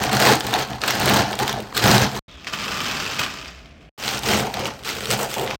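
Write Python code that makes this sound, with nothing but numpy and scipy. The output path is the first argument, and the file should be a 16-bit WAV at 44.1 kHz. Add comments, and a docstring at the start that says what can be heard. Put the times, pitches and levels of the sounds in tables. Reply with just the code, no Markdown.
"""Corn chips fracture in swarms as a palm crushes them inside a foil-plastic bag on a wooden table.
Each break is an impulse that rings briefly: bright where chips lie free, muffled under the palm.
The collapse excites the low modes of the table, while creases in the film buckle and crackle.
One bag is crushed, crumbs patter into a plastic bag, and a second bag is crushed.
The three episodes are heard close up in a small room, with short silences between them."""
import sys
import numpy as np
from scipy import signal
from scipy.fft import rfft, irfft
from scipy.io import wavfile
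from scipy.ndimage import uniform_filter1d

SR = 44100
rng = np.random.default_rng(int(sys.argv[2]) if len(sys.argv) > 2 else 0)


def put_to_file(sound):
    """Save the sound as 16-bit audio at rate SR, in the file named by the first command-line argument."""
    columns = np.atleast_2d(sound).T  # one column per channel
    safe = np.clip(columns, -1, 1)
    whole_steps = np.round(safe * 32767)
    wavfile.write(sys.argv[1], SR, whole_steps.astype(np.int16))


N = 246695
TIME = np.arange(N) / SR

# First crush, pour and second crush. Each row: start in seconds, end in seconds.
EPISODES = [(0, 2.193), (2.281, 3.893), (3.978, 5.559)]
# Spectra of the room noise, the film, the poured crumbs and the chips in each bag.
# Each row: frequency in Hz, relative level in dB.
ROOM_SPECTRUM = [(25, -9.5), (45, 10), (65, 14), (100, -1.5), (135, 4.5), (230, 1), (400, -5.5),
                 (540, -8.5), (650, -3.5), (900, -19), (2600, -13.5), (6000, -37), (10000, -44),
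                 (15000, -53.5)]
FILM_SPECTRUM = [(7000, 6), (8500, 0), (10000, -7.5), (11200, -26), (12500, 1), (14000, -0.5),
                 (16000, -6.5)]
POUR_SPECTRUM = [(47, -36), (80, -1), (218, 2), (353, -5.5), (404, -3.5), (489, -5.5), (979, -3.5),
                 (1190, 0), (1440, -1.5), (2160, -5), (2520, -2.5), (4160, -9), (4850, -6), (8000, -19),
                 (10400, -49), (17600, -120)]
FIRST_SPECTRUM = [(150, -35), (250, -1.5), (321, -2.5), (475, -0.5), (546, -4), (645, -15), (701, 4),
                  (763, 4.5), (1130, -9.5), (1640, -7), (1910, -12), (3790, -14), (4300, -11), (5450, -17),
                  (7000, -18.5), (9100, -48), (15400, -120)]
SECOND_SPECTRUM = [(150, -35), (250, 3), (326, 1), (488, 7), (593, 3.5), (645, -4.5), (763, 10.5),
                   (1110, -10.5), (1370, -7.5), (1670, -12), (2140, -10.5), (3120, -10.5), (3740, -11.5),
                   (4800, -12), (7000, -15.5), (9100, -45), (15400, -120)]
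# Early reflections from table and walls. Each row: delay in seconds, gain in dB.
REFLECTIONS = [(.0013, -51), (.0047, -23.5), (.0083, -27.5)]
# Modes of the table top with the bag's air cushion, and of the bag that receives the crumbs.
# Each row: frequency in Hz, bandwidth in Hz, relative gain in dB.
TABLE_MODES = [(73.8, 28, -11.5), (119.8, 9.9, 1.5), (134.9, 6.6, 1.5), (206, 14, -2.5), (225, 31, -11.5)]
RECEIVING_BAG_MODES = [(1190, 110, -6.5), (2590, 170, -3), (3080, 240, -3.5), (4700, 320, -16)]
# The stream of crumbs as the bag tips and drains. Each row: time in seconds, relative level in dB.
CRUMB_FLOW = [(2.29, -50), (2.41, -47), (2.62, -28.5), (2.87, -26), (3.16, -29.5), (3.42, -37), (3.6, -49),
              (3.88, -65.5)]
# Clumps that tumble out at once. Each row: start in seconds, relative level in dB.
CLUMPS = [(2.463, -32.5), (2.521, -27), (3.185, -21.5), (3.225, -26.5), (3.465, -41.5), (3.805, -52.5)]
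# The loudest single snaps of chip or crease.
# Each row: start in seconds, relative level in dB, pitch in Hz, relative strength of the tick in dB.
LOUD_SNAPS = [(.0345, -23, 6000, -1), (.038, -15, 2500, -10), (0.13, -14, 2100, -8),
              (0.2014, -12.5, 2340, -5), (.252, -10.5, 1900, -14), (.355, -22, 6440, -2),
              (.401, -27, 6900, 7), (0.407, -17, 3400, -15), (0.4674, -20.5, 3846, -4),
              (0.5391, -10, 3535, -16), (0.733, -28, 3330, -23.5), (0.8168, -20, 4400, -22),
              (.8372, -12, 1700, -25), (0.8783, -17.5, 2973, -1.5), (0.953, -20, 2360, -5.5),
              (1.0, -20.5, 2440, 7), (1.058, -16, 4500, -1), (1.077, -12, 1700, -15),
              (1.097, -12.5, 3035, -7.5), (1.312, -32, 6510, -1), (1.33, -19.5, 2793, -20),
              (1.354, -27, 4216, -1), (1.39, -17.5, 3700, -10), (1.4788, -15, 2970, -10.5),
              (1.495, -20, 3530, -18), (1.5276, -19.5, 3200, -9), (1.603, -28.5, 2635, -11),
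              (1.726, -26.5, 1100, -26), (1.768, -15.5, 4201, -10), (1.7767, -11.5, 3694, -6.5),
              (1.84, -11.5, 3770, -6.5), (1.9135, -10.5, 4708, -7), (1.9808, -11.5, 4432, -9.5),
              (2.154, -28, 3692, -11), (2.174, -26.5, 4560, -9), (2.446, -30.5, 2660, -19),
              (2.47, -22, 2300, -35), (2.486, -36, 2700, -23), (2.6087, -24, 2800, -27),
              (2.7308, -23, 1760, -26), (3.194, -25, 3080, -25), (3.458, -29, 2300, -26),
              (3.658, -40, 2380, -28), (4.0375, -22, 2900, -18), (4.079, -14.5, 3200, -32),
              (4.089, -20, 3440, -9), (4.1915, -25, 6200, -5), (4.2338, -21.5, 3550, -9.5),
              (4.3355, -13.5, 2130, -13), (4.5408, -19.5, 3900, -14), (4.656, -17.5, 2620, -16.5),
              (4.668, -26.5, 6600, -9), (4.836, -33, 3667, -12), (4.853, -27, 3924, -21),
              (5.0566, -19.5, 3322, -10.5), (5.1122, -14.5, 4500, -5), (5.128, -18, 3903, -6),
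              (5.231, -19.5, 6900, 2), (5.341, -19.5, 2668, -2), (5.3966, -22, 3502, -5.5),
              (5.476, -21, 2418, -30), (5.51, -19, 2310, -27)]
# Shoves of the palm on each bag. Each row: start, rise and hold in seconds, then four relative levels
# in dB: free chips, muffling (buried over free chips), thud over buried chips, film over free chips.
FIRST_SHOVES = [(-.02, 0.031, 0.083, -26.5, 1, -3, -13.5), (.112, 0.0099, 0.047, -21.5, -1, -0.5, -10.5),
                (.18, 0.027, 0.054, -18, -1, -8, -10), (.25, 0.013, 0.063, -17, 1, -6.5, -9),
                (.42, 0.031, 0.06, -30.5, 0.5, -1.5, -10), (.52, .012, 0.026, -24.5, 4, -16, -12.5),
                (.57, 0.014, 0.034, -26, -2, -5.5, -11), (.675, 0.027, 0.042, -37, 5, 0, -14.5),
                (.8, 0.038, .025, -28, -0.5, -10, -13), (.868, 0.0097, .03, -21, -6, -7.5, -11.5),
                (.92, 0.01964, .04, -27, -1, -2.5, -11), (.988, .012, 0.048, -24, 0, -1.5, -10),
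                (1.045, 0.031, 0.13, -20, 0, -2.5, -12.5), (1.21, .02, 0.11, -33, 4, -7, -14),
                (1.38, 0.019, 0.031, -26, 4, -6, -8.5), (1.45, .03, 0.0188, -26, -2.5, -4, -11.5),
                (1.515, 0.023, .055, -37, 8, -2.5, -14), (1.735, 0.039, .012, -22, -6.5, -4, -9),
                (1.8, .05, .115, -17.5, -1, 2, -10), (1.99, 0.023, .024, -20, -1, 1.5, -11.5),
                (2.1, 0.043, 0.048, -34, 2, -2, -9.5)]
SECOND_SHOVES = [(3.96, .11, .1, -27.5, -5, -4.5, -10), (4.21, 0.086, 0.055, -21, -2, -1.5, -9.5),
                 (4.355, .025, .022, -26, 0, 2.5, -5), (4.4, 0.022, .055, -35, 7, -17, -11),
                 (4.52, 0.034, .125, -31, 2, -5, -15.5), (4.83, 0.051, 0.026, -26.5, -7, -10, -9.5),
                 (4.91, .04, .12, -33, -3, -4, -8), (5.07, 0.039, 0.027, -23, -2, -1, -5.5),
                 (5.16, .04, .04, -29.5, 4, -12, -2.5), (5.27, 0.047, 0.031, -32, -6, -6, -5.5),
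                 (5.357, .012, 0.076, -32.5, 7.5, -9.5, -4), (5.45, 0.041, 0.036, -32, 1, -6, -15.5)]

SNAP_S = .0026  # nominal duration of a snap
SETTLE_DB, SETTLE_S = -16, .17  # the pile goes on settling after a shove
RESTING_DB = -47  # the resting hand keeps a few chips breaking


def from_db(db):
    """Amplitude grows tenfold with every 20 dB."""
    return 10 ** (np.asarray(db) / 20)


def to_db(power):
    """Power grows tenfold with every 10 dB."""
    return 10 * np.log10(power + 1e-10)


def rms_one(x):
    """Normalisation brings the mean power to one."""
    return x / np.sqrt(np.mean(x ** 2) + 1e-20)


def gain_at(spectrum, hz):
    """Interpolation in dB over log frequency gives the gain of a spectrum."""
    known_hz, db = np.transpose(spectrum)
    return from_db(np.interp(np.log(hz), np.log(known_hz), db))


def band(x, low_hz, high_hz):
    """A band-pass filter attenuates what lies outside its two edges."""
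    sections = signal.butter(2, [low_hz, min(high_hz, .45 * SR)], "band", fs=SR, output="sos")
    return signal.sosfilt(sections, x + 1e-18)


def resonate(x, hz, width_hz):
    """A damped resonator responds most, with unit gain, at its natural frequency."""
    radius = np.exp(-np.pi * width_hz / SR)
    feedback = [1, -2 * radius * np.cos(2 * np.pi * hz / SR), radius ** 2]
    return signal.lfilter(np.array([1, 0, -1]) * (1 - radius ** 2) / 2, feedback, x + 1e-18)


def evened(x, window_s):
    """Division by the running rms steadies the slow level and keeps the fast grain."""
    size = int(window_s * SR)
    power = uniform_filter1d(uniform_filter1d(x ** 2, size), size)
    return x / np.sqrt(np.maximum(power, 0) + 1e-3 * np.mean(x ** 2))


def envelope(start_s, rise_s, hold_s, release_s):
    """The amplitude rises linearly, holds, then decays exponentially."""
    t = TIME - start_s
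    return np.clip(t / rise_s, 0, 1) * np.exp(-np.clip((t - rise_s - hold_s) / release_s, 0, 30))


def impulses(per_s, spread_db):
    """Independent events form a Poisson process, many small and few large: sample indices and sizes."""
    at = np.flatnonzero(rng.random(N) < per_s / SR)
    return at, from_db(spread_db * np.minimum(rng.exponential(1, N)[at], 4.5))


def event_rate(peak_per_s, level_db, exponent):
    """The number of events a second follows a power law of the amplitude."""
    return peak_per_s * from_db(exponent * (level_db - level_db.max()))


def splinter(clicks, decay_s, share):
    """Each break sheds finer splinters, a noise whose energy decays exponentially."""
    decay = np.exp(-1 / (decay_s * SR))
    energy = signal.lfilter([1 - decay], [1, -decay], clicks ** 2 + 1e-18)
    return clicks + share * np.sqrt(energy) * rng.standard_normal(N)


def grains(events, spectrum, low_hz, high_hz, variety_db, bands):
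    """An impulse is broadband: it excites every band, each with a random strength of its own."""
    at, sizes = events
    out, edges = np.zeros(N), np.geomspace(low_hz, high_hz, bands + 1)
    for low, high in zip(edges, edges[1:]):
        clicks = np.zeros(N)
        signs = rng.choice([-1, 1], len(at))
        clicks[at] = sizes * signs * from_db(variety_db * rng.standard_normal(len(at)))
        spray = splinter(clicks, decay_s=.005, share=.96)
        out += gain_at(spectrum, np.sqrt(low * high)) * band(spray, low, high)
    return out


def room_tone(level_db):
    """Stationary noise, weighted to the bass, gives the room its rumble and faint hiss."""
    hz = np.maximum(np.fft.rfftfreq(N, 1 / SR), 1)
    spectrum = rfft(rng.standard_normal(N)) * gain_at(ROOM_SPECTRUM, hz)
    return from_db(level_db) * rms_one(irfft(spectrum, N))


def reverberation(x, t60_s, tail_db):
    """Convolution with the room's impulse response gives early reflections and a diffuse tail."""
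    t = TIME[:SR // 3]
    tail = band(rng.standard_normal(len(t)), 220, 11000) * from_db(-60 * t / t60_s) * (t > .005)
    response = from_db(tail_db) * tail / np.sqrt(np.sum(tail ** 2))
    for delay_s, db in REFLECTIONS:
        response[round(delay_s * SR)] += from_db(db)
    return signal.fftconvolve(x, response)[:N]


def film_swish(start_hz, fall_hz_per_s, width_hz, level_db):
    """Friction of film on film makes narrow-band noise, which falls in pitch as the bag slows."""
    start_s, hold_s = EPISODES[1][0], .097
    hz = start_hz - fall_hz_per_s * np.clip(TIME - start_s, 0, 2 * hold_s)
    phase = 2 * np.pi * np.cumsum(hz) / SR
    wander = signal.sosfilt(signal.butter(2, width_hz, fs=SR, output="sos"), rng.standard_normal((2, N)))
    gain = from_db(level_db) * envelope(start_s, .0038, hold_s, release_s=.05)
    return gain * rms_one(wander[0] * np.cos(phase) + wander[1] * np.sin(phase))


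def table_thud(level_db):
    """Collapsing chips jolt the palm against the table, and each impact excites its damped modes."""
    at, sizes = impulses(per_s=420, spread_db=1)
    out = np.zeros(N)
    for hz, width_hz, db in TABLE_MODES:
        jolts = np.zeros(N)
        jolts[at] = sizes * rng.standard_normal(len(at))
        out += from_db(db) * resonate(jolts, hz, width_hz)
    return from_db(level_db) * evened(out, window_s=.051)


def film_crackle(level_db, breaks):
    """Creases in thin film buckle with sharp ticks: a fine fizz, and a crack where a chip gives way."""
    creases = impulses(event_rate(2600, level_db, exponent=.12), spread_db=4)
    fizz = rms_one(grains(creases, FILM_SPECTRUM, 6870, 16460, variety_db=1.5, bands=7))
    at, sizes = breaks
    cracks = rms_one(grains((at, sizes ** 1.4), FILM_SPECTRUM, 7430, 15800, variety_db=5, bands=4))
    return from_db(level_db) * evened(fizz + from_db(-1.5) * cracks, window_s=.029)


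def snaps(rows):
    """A brittle crack opens in one sharp step, then dying ones; it rings the piece and ticks the film."""
    t = TIME[:4096]
    out = np.zeros(N + len(t))
    for start_s, level_db, hz, tick_db in rows:
        steps = rng.standard_normal((3, len(t))) * from_db(6.2 * rng.standard_normal((3, len(t))))
        steps[:, 0] = 6.3 * rng.choice([-1, 1])  # the opening step
        crack = steps[:2] * np.exp(-t / (.8 * SNAP_S))
        ring = rms_one(resonate(band(crack[0], 400, 5300), hz, width_hz=.35 * hz))
        body = rms_one(band(crack[1], hz / 4.9, 1.49 * hz))
        flick = steps[2] * np.exp(-t / (.38 * SNAP_S))
        tick = rms_one(band(flick, 6400, 8800) + from_db(-4.5) * band(flick, 12250, 16500))
        snap = rms_one(ring + from_db(-4) * body + from_db(tick_db + 4) * tick)
        start = round(start_s * SR)
        out[start:start + len(t)] += from_db(level_db) * np.sqrt(SNAP_S / t[-1]) * snap
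    return out[:N]


def stray_snaps(level_db, per_s, tick_db, low_hz=1700, high_hz=5500):
    """Moving chips snap as a Poisson process, each with its own size, pitch and sharpness."""
    at = np.flatnonzero(rng.random(N) < per_s / SR)
    at = at[level_db[at] > level_db.min() + 3]
    softness, pitch, sharpness = rng.random((len(at), 3)).T
    db = level_db[at] - .5 - 4 * softness
    hz = low_hz * (high_hz / low_hz) ** pitch
    return snaps(zip(at / SR, db, hz, tick_db + 6 * (2 * sharpness - 1)))


def pouring():
    """Crumbs slide over film and land on dry noodles in a plastic bag; their impacts add in power."""
    flow_power = from_db(np.interp(TIME, *np.transpose(CRUMB_FLOW))) ** 2
    clump_power = sum((from_db(db) * envelope(start_s, rise_s=.008, hold_s=.015, release_s=.025)) ** 2
                      for start_s, db in CLUMPS)
    slide_db = to_db(flow_power + clump_power)
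    land_db = to_db(flow_power + from_db(-2) ** 2 * clump_power)
    film_db = slide_db - 15 + .3 * (slide_db - slide_db.max())
    landings = impulses(per_s=1200, spread_db=.5)
    patter = grains(landings, POUR_SPECTRUM, 85, 940, variety_db=4.5, bands=8)
    crumbs = impulses(event_rate(800, slide_db, exponent=.2), spread_db=3)
    rustle = grains(crumbs, POUR_SPECTRUM, 963, 7750, variety_db=2.5, bands=12)
    bag_ring = sum(from_db(db) * resonate(rustle, hz, width) for hz, width, db in RECEIVING_BAG_MODES)
    stream = (from_db(land_db - 7.5) * evened(patter, window_s=.031)
              + from_db(slide_db - .64) * evened(rustle + from_db(-3) * bag_ring, window_s=.047))
    return stream + film_crackle(film_db, crumbs) + stray_snaps(slide_db, per_s=55, tick_db=-39)


def air_pocket(hz, breaks, decay_s):
    """Buried breaks excite a cavity resonance under the palm, whose pitch shifts with each push."""
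    at, sizes = breaks
    kicks = np.zeros(N, complex)
    kicks[at] = sizes * np.exp(2j * np.pi * rng.random(len(at)))
    ringing = signal.lfilter([1], [1, -np.exp(-1 / (decay_s * SR))], kicks + 1e-18)
    carrier = np.exp(2j * np.pi * np.cumsum(hz) / SR)
    return band(np.real(ringing * carrier), 280, 1150)


def shove_level(shoves, offset_db, lag_s, slowness, release_s):
    """Incoherent sounds add in power: shoves build, hold and settle to give one layer's level in dB."""
    layer_db = np.array(shoves)[:, 3] + offset_db
    power = from_db(RESTING_DB + np.mean(offset_db)) ** 2
    for (start_s, rise_s, hold_s, *_), db in zip(shoves, layer_db):
        build_s = min(slowness * rise_s, rise_s + hold_s)
        timing = start_s + lag_s, build_s, rise_s + hold_s - build_s
        shape = np.maximum(envelope(*timing, release_s), from_db(SETTLE_DB) * envelope(*timing, SETTLE_S))
        power = power + (from_db(db) * shape) ** 2
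    return to_db(power)


def crushing(shoves, spectrum, pocket_hz):
    """Brittle fracture sounds bright in the open, dull under the palm; film leads and the table lags."""
    muffling, thud, crackle = np.transpose(shoves)[4:]
    free_db = shove_level(shoves, 0, lag_s=0, slowness=1, release_s=.03)
    buried_db = shove_level(shoves, muffling, lag_s=.002, slowness=1.1, release_s=.035)
    bright_db = shove_level(shoves, -.2 * muffling, lag_s=.0026, slowness=.92, release_s=.029)
    film_db = shove_level(shoves, crackle - .18 * muffling, lag_s=-.0017, slowness=1, release_s=.02)
    thud_db = shove_level(shoves, muffling + thud, lag_s=.0045, slowness=1.15, release_s=.04)
    buried = impulses(event_rate(750, buried_db, exponent=.3), spread_db=3.5)
    free = impulses(event_rate(1600, free_db, exponent=.2), spread_db=4.5)
    dull = rms_one(grains(buried, spectrum, 248.2, 1108, variety_db=7, bands=9))
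    ring_hz = pocket_hz * 2 ** (.3 * (buried_db - free_db))  # rises 0.3 octave per dB of muffling
    pocket = rms_one(air_pocket(ring_hz, buried, decay_s=.0014))
    crunch = grains(free, spectrum, 1025, 3194, variety_db=1, bands=6)
    bright = grains(free, spectrum, 3064, 6800, variety_db=5, bands=6)
    chips = (from_db(buried_db) * evened(dull + from_db(-5.5) * pocket, window_s=.021)
             + from_db(free_db - 2.5) * evened(crunch, window_s=.022)
             + from_db(bright_db - 5) * evened(bright, window_s=.027))
    return (table_thud(thud_db) + chips + film_crackle(film_db - 1.86, free)
            + stray_snaps(free_db, per_s=22, tick_db=-4))


def scene():
    """Direct sound, reverberation and room noise superpose in three episodes: crush, pour, crush."""
    first, pour, second = [uniform_filter1d(1. * ((TIME >= start_s) & (TIME < end_s)), size=64)
                           for start_s, end_s in EPISODES]
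    direct = first * crushing(FIRST_SHOVES, FIRST_SPECTRUM, pocket_hz=732)
    direct += pour * pouring()
    direct += pour * film_swish(start_hz=3580, fall_hz_per_s=2500, width_hz=260, level_db=-51.5)
    direct += second * crushing(SECOND_SHOVES, SECOND_SPECTRUM, pocket_hz=634.4)
    direct += from_db(-2) * snaps(LOUD_SNAPS)
    mix = direct + reverberation(direct, t60_s=.28, tail_db=-13) + room_tone(level_db=-45)
    return (mix * (first + pour + second))[None]


def record(dry):
    """A small microphone passes a limited band, and its soft saturation rounds the highest peaks."""
    thin = signal.sosfilt(signal.butter(2, 42, "high", fs=SR, output="sos"), dry)
    rounded = 1.297 * np.tanh(thin / 1.262)
    return signal.sosfilt(signal.ellip(10, .1, 80, 16000, fs=SR, output="sos"), rounded)


dry = scene()
out = record(dry)
put_to_file(out)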